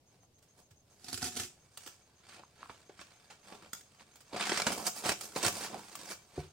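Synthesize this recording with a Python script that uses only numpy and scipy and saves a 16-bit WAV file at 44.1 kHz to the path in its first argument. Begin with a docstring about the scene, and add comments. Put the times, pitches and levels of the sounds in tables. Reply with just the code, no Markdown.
"""A padded fabric vest is handled on a table in a small room, over a low rumble and a faint, cricket-like chirping.
After faint rubbing and ticks its hook-and-loop flap is ripped open: rows of tiny slips ring the taut flap.
Then a hand pushes into the stiff nylon pocket and drags about, quietly first and harder later: clumped slips
rub, scrape, hiss and sizzle, with snaps, flicks and padded knocks. Last, the vest lands with a soft thump:
decaying low modes of the table top."""
import sys
import numpy as np
from scipy import signal
from scipy.fft import rfft, irfft
from scipy.io import wavfile

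SR = 44100
rng = np.random.default_rng(int(sys.argv[2]) if len(sys.argv) > 2 else 0)


def waveform_to_disk(signal):
    """Save audio, clipped to [-1, 1], as 16-bit WAV at the path in sys.argv[1]."""
    frames = np.transpose(np.atleast_2d(signal))
    scaled = np.clip(frames, -1, 1) * 32767
    samples = np.round(scaled).astype(np.int16)
    wavfile.write(sys.argv[1], SR, samples)


N = 287532
TIME = np.arange(N) / SR


def from_db(db):
    """Amplitude factor of a level in dB."""
    return 10 ** (np.asarray(db) / 20)


def rms_one(x):
    """Scale to an rms of 1."""
    return x / np.sqrt(np.mean(x ** 2) + 1e-20)


def at_hz(points, hz):
    """Read a curve of (Hz, value) points along a logarithmic frequency axis."""
    point_hz, values = np.transpose(points)
    return np.interp(np.log(hz + 1), np.log(point_hz), values)


def band(x, low, high, order=2):
    """Keep the band from low to high, in Hz."""
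    sos = signal.butter(order, [low, high], "band", fs=SR, output="sos")
    return signal.sosfilt(sos, x + 1e-18)


def highpass(x, hz):
    """Gentle first-order cut of the bass."""
    return signal.sosfilt(signal.butter(1, hz, "high", fs=SR, output="sos"), x)


def drift(rate):
    """Slow chance with an rms of 1, heading for a new random value at this rate per second."""
    knots = np.arange(0, N / SR + 1, 1 / rate)
    return rms_one(np.interp(TIME, knots, rng.standard_normal(len(knots))))


def resonance(x, hz, width):
    """Two-pole resonance with a gain of 1 on top; pitch and width in Hz."""
    r = np.exp(-np.pi * width / SR)
    numerator = np.array([1, 0, -1]) * (1 - r * r) / 2
    denominator = [1, -2 * r * np.cos(2 * np.pi * hz / SR), r * r]
    return signal.lfilter(numerator, denominator, x + 1e-18)


def click_of(spectrum, resonances=(), size=4096):
    """The causal click that has this spectrum, with resonances ringing on top."""
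    cepstrum = irfft(np.log(from_db(at_hz(spectrum, np.fft.rfftfreq(size, 1 / SR)))))
    # folding the cepstrum onto positive times gives minimum phase: the energy comes first
    folded = cepstrum * (1 + np.sign(np.fft.fftfreq(size)))
    click = irfft(np.exp(rfft(folded)))
    return click + sum(from_db(db) * resonance(click, hz, width) for hz, width, db in resonances)


def play(force, click):
    """Every pulse of the force sounds the stereo click."""
    return signal.oaconvolve(force[None], click, axes=1)[:, :N]


def grains(per_s, spread_db):
    """Tiny slips at random moments, a few much larger than the rest; rms 1."""
    sizes_db = spread_db * np.minimum(rng.exponential(1, N), 4)
    sizes = from_db(sizes_db) * rng.choice([-1, 1], N)
    return rms_one(sizes * (rng.random(N) < per_s / SR))


def bursts(times, levels_db, lengths, per_s, spread_db, rise_share=0.23):
    """Avalanches of slips that swell quickly and die away; each length is a decay time in seconds."""
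    out, slips = np.zeros(N), grains(per_s, spread_db)
    for s, db, length in zip(times, levels_db, lengths):
        at = int(s * SR)
        age = TIME[:min(N - at, SR // 10)]
        fall = np.exp(-age / length)
        rise = -np.expm1(-age / (rise_share * length))
        burst = slips[at:at + len(age)] * fall * rise
        # the energy follows level and length, however the slips happen to fall
        out[at:at + len(age)] += from_db(db) * burst * np.linalg.norm(fall) / (np.linalg.norm(burst) + 1e-9)
    return out


def diffuse(size, apart_hz=1300, bass_side_db=-18):
    """Noise from all around at two close microphones: alike in the bass, unrelated in the treble."""
    mid, side = rng.standard_normal((2, size))
    side = highpass(side, apart_hz) + from_db(bass_side_db) * side
    return mid + side * [[1], [-1]]


def radiate(force, click, scatter_db, left_lag_s, count=7, size=400):
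    """The slipping hops from spot to spot; each arrives with its own scatter off hands and table."""
    age, out = TIME[:SR // 40], 0
    spots = np.repeat(rng.integers(0, count, N // size + 1), size)[:N]  # a new spot every 400 samples
    arrival = 0.0005 + np.array([[left_lag_s], [0]])
    for spot in range(count):
        scatter = diffuse(size=len(age)) * np.exp(-np.maximum(age - arrival, 0) / 0.0039) * (age > arrival)
        direct = np.sinc((age - arrival) * SR)
        path = direct + from_db(scatter_db) * scatter / np.linalg.norm(scatter[0])
        heard = signal.fftconvolve(click[None], path, axes=1)
        heard = heard * np.sqrt(2) / np.linalg.norm(heard)
        out = out + play(force * (spots == spot), heard)
    return out


# How long the small room rings. Each row: frequency in Hz, 60 dB decay time in seconds.
ROOM_DECAY = [(150, 0.28), (1000, 0.18), (4500, 0.27), (15000, 0.16)]


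def in_room(x, right_db, tail_db):
    """Direct sound with its treble leaning right by right_db, then a noise tail that decays band by band."""
    age = TIME[:SR // 2]
    noise, edges = diffuse(size=len(age)), np.geomspace(60, 18000, 9)
    tail = 0
    for low, high in zip(edges, edges[1:]):
        t60 = at_hz(ROOM_DECAY, np.sqrt(low * high))
        tail = tail + band(noise, low, high) * np.exp(-np.log(1000) * age / t60)
    tail = tail * np.clip(age / 0.0031, 0, 1)  # the tail builds up over 3.1 ms
    tail = tail / np.linalg.norm(tail[0])
    side_gain = from_db(np.array([[-right_db], [right_db]]) / 2)
    direct = x + highpass(x, 1800) * (side_gain - 1)
    return direct + from_db(tail_db) * signal.fftconvolve(x, tail, axes=1)[:, :N]


# Colour of the room's own rumble. Each row: frequency in Hz, relative level in dB per Hz.
RUMBLE_SPECTRUM = [(25, -8), (45, -11), (70, 1.5), (130, 3), (220, -5.5), (700, -10), (1400, -24.5),
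                   (5000, -23), (8000, -26.5), (16000, -35)]


def room_rumble(level_db=-69):
    """Steady noise from all around, coloured heavily towards the bass."""
    noise = signal.oaconvolve(diffuse(size=N), click_of(RUMBLE_SPECTRUM)[None], axes=1)[:, :N]
    return from_db(level_db) * rms_one(noise)


def chirping(hz=6400, width_hz=260, before_gating_db=-71):
    """Faint narrow-band noise pulsed into chirps, about seven a second, each with a short fade."""
    age = (TIME - 0.06) % 0.1395
    rise = np.clip(age / 0.0074, 0, 1)
    fade = np.exp(-np.maximum(age - 0.05, 0) / 0.012)
    tone = resonance(resonance(rng.standard_normal((2, N)), hz, width_hz), hz, width_hz)
    return from_db(before_gating_db) * rise * fade * rms_one(tone)


# The vest landing on the table. Each row: start in seconds, level in dB.
LANDINGS = [(6.3771, -39), (6.380, -31.5), (6.393, -41.5)]
# Modes of the table top. 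Each row: pitch in Hz, relative level in dB, 60 dB decay time in seconds.
TABLE_MODES = [(84, -7, .11), (142, -1, .1), (270, -5, .06), (365, -1, .07), (440, -7, .03),
               (702, -8, .045)]


def thump():
    """The soft landing sets the low modes of the table top ringing."""
    out = np.zeros(N)
    for s, db in LANDINGS:
        at = int(s * SR)
        age = TIME[:N - at]
        for hz, mode_db, t60 in TABLE_MODES:
            ring = np.cos(2 * np.pi * hz * age) * np.exp(-np.log(1000) * age / t60)
            out[at:] += from_db(db + mode_db) * ring
    return band(out, 49, 655, order=4)


# Fingers and the stiff panel knocking. Each row: start in seconds, dry peak level in dB, pitch in Hz.
KNOCKS = [(0.713, -55.5, 100), (1.138, -46, 101), (1.399, -47, 109), (2.4356, -43.5, 990),
          (2.6299, -34.5, 1140), (2.659, -43.5, 1090), (2.696, -36.5, 1130), (2.895, -44, 376),
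          (1.864, -51, 316), (4.331, -39, 238), (4.5197, -26.5, 355), (4.669, -27.5, 234),
          (5.457, -37, 106), (5.745, -32, 730)]


def taps(width_share=0.32):
    """A knock on padding rings for only a cycle or two; its resonances are wide for their pitch."""
    out = np.zeros(N)
    for s, db, hz in KNOCKS:
        wide = resonance(signal.unit_impulse(SR // 10), hz, hz * width_share * 2)
        knock = resonance(wide, hz, hz * width_share)
        at = int(s * SR)
        out[at:at + len(knock)] += from_db(db) * knock / np.abs(knock).max()
    return out


# Stiff edges and fingernails flicking. Each row: start in seconds, level in dB, decay time in seconds.
EDGE_TICKS = [(0.383, -63, 0.0054), (0.423, -61, 0.012), (0.706, -60, 0.011), (1.771, -40, 0.0064),
              (1.86, -42, 0.0048), (1.872, -39, 0.0032), (3.7307, -29, 0.0027), (3.808, -49.5, 0.0035),
              (4.156, -50.5, 0.0065), (4.203, -53, 0.0093), (5.209, -33.5, 0.0041), (5.952, -36, 0.0046)]
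# Colour of a stiff edge. Each row: frequency in Hz, relative level in dB per Hz.
EDGE_SPECTRUM = [(150, 1.5), (1000, 0.5), (3000, 0), (8500, 0.5), (11500, -9), (16000, -6.5)]


def flicks():
    """A stiff edge flicks free in a brief, very bright tick."""
    force = bursts(*np.transpose(EDGE_TICKS), per_s=4000, spread_db=4.0)
    return radiate(force, band(click_of(EDGE_SPECTRUM), 155, 21050), scatter_db=2.5, left_lag_s=0)


def swell(s, length, swell_share=0.53, roundness=1.55):
    """Speed of one hand movement: it swells to 1 at its fastest moment, then eases off."""
    reach = length * np.where(TIME < s, swell_share, 1 - swell_share)
    return np.exp(-np.abs((TIME - s) / reach) ** roundness)


# Pulls that peel the flap. Each row: fastest moment in seconds, relative level in dB, length in seconds.
FLAP_PULLS = [(1.121, -50, 0.14), (1.252, -35.5, 0.049), (1.302, -50, 0.26), (1.412, -42, 0.076)]
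# Rows of hooks letting go together. Each row: start in seconds, relative level in dB.
HOOK_ROWS = [(1.043, -41.5), (1.082, -35.5), (1.096, -44), (1.128, -29.5), (1.142, -30.5), (1.175, -33),
             (1.218, -33), (1.226, -31), (1.241, -28.5), (1.361, -36), (1.367, -28), (1.396, -27)]
# Colour of the hooks. Each row: frequency in Hz, relative level in dB per Hz.
HOOK_SPECTRUM = [(100, -1), (500, -9), (1000, -6.5), (2200, -4.5), (3500, -2), (4800, 1), (7000, -1),
                 (9500, -0.5), (12000, -10.5), (15500, -17)]
# Resonances of the taut flap. Each row: pitch in Hz, width in Hz, gain in dB.
FLAP_RESONANCES = [(96, 56, 5), (251, 40, 14), (355, 24, 14.5), (730, 29, 14.5), (1290, 160, 4)]


def flap(row_decay_s=0.0043):
    """Hooks snap out of their loops, singly and by rows, and shake the taut flap."""
    peel = sum(from_db(db) * swell(s, length) for s, db, length in FLAP_PULLS)
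    unevenness = rms_one(from_db(1.5 * drift(180)))
    single_hooks = peel * grains(per_s=2000, spread_db=4.5) * unevenness
    decays = np.full(len(HOOK_ROWS), row_decay_s)
    hook_rows = bursts(*np.transpose(HOOK_ROWS), decays, per_s=4000, spread_db=3.5)
    click = band(click_of(HOOK_SPECTRUM, FLAP_RESONANCES), 84, 19000)
    return from_db(-1.5) * radiate(single_hooks + hook_rows, click, scatter_db=0.5, left_lag_s=-0.00004)


# Sizzle is the top of the treble: its level against the hiss, and the dB it loses per dB of bite.
SIZZLE_DB, SIZZLE_LOSS = -6.5, 0.87


def contact_db(db, bright_db, bite_db):
    """Rub, scrape, hiss, sizzle in dB: brightness trades rub for hiss; bite lifts scrape, smothers sizzle."""
    hiss_db = db + bright_db
    sizzle_db = hiss_db + SIZZLE_DB - SIZZLE_LOSS * bite_db
    return np.array([db - bright_db, db + bite_db, hiss_db, sizzle_db])


# Strokes of cloth over cloth; a thin edge sounds bright, flat padding dull, and pressing makes the weave bite.
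# Each row: fastest moment in seconds, relative level in dB, length in seconds, brightness in dB, bite in dB.
CLOTH_STROKES = [(0.145, -75, 0.12, -0.5, 0.5), (0.235, -70, 0.028, -2.5, -2.5), (0.49, -80, 0.15, 3, 2),
                 (0.595, -64.5, 0.056, -1, -3.5), (1.86, -65.5, 0.18, 8, 3.5), (2.323, -62.5, 0.14, 2.5, 6),
                 (2.4, -68, 0.072, -9, 5), (2.617, -64, 0.061, -4, 5), (2.73, -67.5, 0.35, 0.5, 3.5),
                 (3.01, -64, 0.068, 5, 6), (3.12, -71, 0.47, 1.5, 4.5), (3.489, -62, 0.087, 0.5, 3),
                 (3.544, -59.5, 0.12, -4.5, 0.5), (3.646, -58.5, 0.059, -2.5, 3.5),
                 (3.776, -64.5, 0.088, 6.5, 0), (4.008, -62, 0.021, -1, 5.5), (4.346, -48, 0.037, -8, 2),
                 (4.419, -42, .07, 1.5, 8.5), (4.542, -44, 0.21, 3.5, 6), (4.693, -40.5, 0.089, -2.5, 1),
                 (4.728, -38, 0.026, 2, -2.5), (4.79, -45.5, 0.098, -2.5, -3.5),
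                 (4.871, -38, 0.033, 2, -1.5), (4.976, -47, 0.064, 3.5, -3),
                 (5.061, -38.5, 0.042, -1.5, -0.5), (5.086, -38, 0.064, 1.5, 2.5),
                 (5.235, -50, 0.072, 4.5, -4), (5.372, -41.5, 0.034, 1.5, -0.5),
                 (5.451, -33.5, 0.069, 0.5, 1.5), (5.57, -47, 0.18, 1, -3.5),
                 (5.642, -46.5, 0.089, 1.5, 2.5), (5.749, -53, 0.095, -9.5, 0.5),
                 (6.009, -54.5, 0.12, 1.5, 1), (6.106, -46.5, 0.069, 2.5, 0), (6.41, -59, 0.13, -2, 2.5)]


def bite_at(s):
    """The pressure of the hand passes smoothly from one stroke to the next."""
    stroke_s, *_, bite_db = np.transpose(CLOTH_STROKES)
    return np.interp(s, stroke_s, bite_db)


# Light rustle of the held vest between the strokes. Each row: time in seconds, relative level in dB.
HELD_RUSTLE = [(0, -94), (0.84, -85), (0.9, -74), (2.5, -77.5), (3.92, -73), (4.31, -70.5), (4.7, -58),
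               (5.8, -58.5), (6.2, -66.5), (6.52, -74)]


def sliding(rustle_bright_db=1, rustle_bite_share=0.58):
    """Strength of rub, scrape, hiss and sizzle over time: all strokes on top of the light rustle."""
    rustle_db = np.interp(TIME, *np.transpose(HELD_RUSTLE))
    rustle = from_db(contact_db(rustle_db, rustle_bright_db, rustle_bite_share * bite_at(TIME)))
    power = rustle ** 2
    for s, db, length, bright_db, bite_db in CLOTH_STROKES:
        stroke = np.outer(from_db(contact_db(db, bright_db, bite_db)), swell(s, length))
        power = power + stroke ** 2
    return np.sqrt(power)


# Folds and seams catching and snapping free.
# Each row: start in seconds, relative level in dB, decay time in seconds, brightness in dB.
FOLD_CATCHES = [(2.696, -52, 0.007, -9.5), (2.894, -62, 0.0068, -11), (2.991, -52, 0.0037, -7),
                (3.011, -49.5, 0.0043, -1.5), (3.299, -54.5, 0.019, -1.5), (3.522, -50.5, 0.0056, -9),
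                (4.36, -39.5, 0.01, -3.5), (4.467, -38.5, 0.0059, -1), (4.493, -31.5, 0.0034, -1),
                (4.517, -31, 0.003, -6), (4.573, -31, 0.0048, 1.5), (4.598, -32.5, 0.0041, -1.5),
                (4.618, -28, 0.0022, -2.5), (4.665, -27, 0.0067, -1), (4.864, -34, 0.0075, 7),
                (5.09, -25.5, 0.0042, 0.5), (5.117, -32.5, 0.0051, 1), (5.359, -32.5, 0.0064, -5.5),
                (5.428, -38, .0026, 10), (5.463, -30.5, 0.0023, 8), (5.469, -31, .003, 1),
                (5.481, -25.5, 0.00094, 5)]
# Colour of the stiff nylon. Each row: frequency in Hz, relative level in dB per Hz.
NYLON_SPECTRUM = [(50, -14), (90, -15), (200, -0.5), (400, -2), (700, -3), (1400, -4.5), (2500, -7.5),
                  (3200, -10.5), (4600, -7), (6300, -9), (8400, -7.5), (10000, -16), (12500, -23),
                  (15000, -23.5)]
# Fixed resonances that colour the cloth sounds, as from close reflections.
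# Each row: pitch in Hz, width in Hz, gain in dB.
CLOTH_RESONANCES = [(354, 39, -5), (725, 36, 2.5), (1490, 22, -24), (2307, 27, -1), (2628, 62, -2)]
# Bands of rub, scrape, hiss and sizzle. Each row: low edge in Hz, high edge in Hz.
CLOTH_BANDS = [(55, 1000), (1000, 4500), (4500, 9500), (9500, 17000)]


def cloth():
    """The weave sticks and slips in clumps; folds add sudden snaps, with the bite of the stroke under way."""
    s, db, length, bright_db = np.transpose(FOLD_CATCHES)
    snap_levels = contact_db(db, bright_db, bite_at(s))
    clumps = rms_one(from_db(2.46 * drift(300)))
    weave = grains(per_s=5500, spread_db=3.5) * clumps
    click, out = click_of(NYLON_SPECTRUM, CLOTH_RESONANCES), 0
    for (low, high), slide, snap_db in zip(CLOTH_BANDS, sliding(), snap_levels):
        snaps = bursts(s, snap_db, length, per_s=8000, spread_db=2.5)
        force = from_db(-0.5) * slide * weave + snaps
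        out = out + radiate(force, band(click, low, high, order=3), scatter_db=-2.0, left_lag_s=0.00002)
    return out


def scene():
    """Flap, cloth and knocks sound a little right of centre, over the rumble and the chirping."""
    background = room_rumble() + chirping()
    knocks = in_room(np.tile(taps() + thump(), (2, 1)), right_db=8.0, tail_db=-4.0)
    ripping = in_room(flap(), right_db=6.0, tail_db=-3.5)
    handling = in_room(cloth() + flicks(), right_db=4.5, tail_db=-5.0)
    return background + knocks + ripping + handling


def record(dry, cutoff_hz=15900):
    """The top of the treble is cut steeply."""
    return signal.sosfilt(signal.ellip(12, 0.1, 80, cutoff_hz, fs=SR, output="sos"), dry)


dry = scene()
out = record(dry)
waveform_to_disk(out)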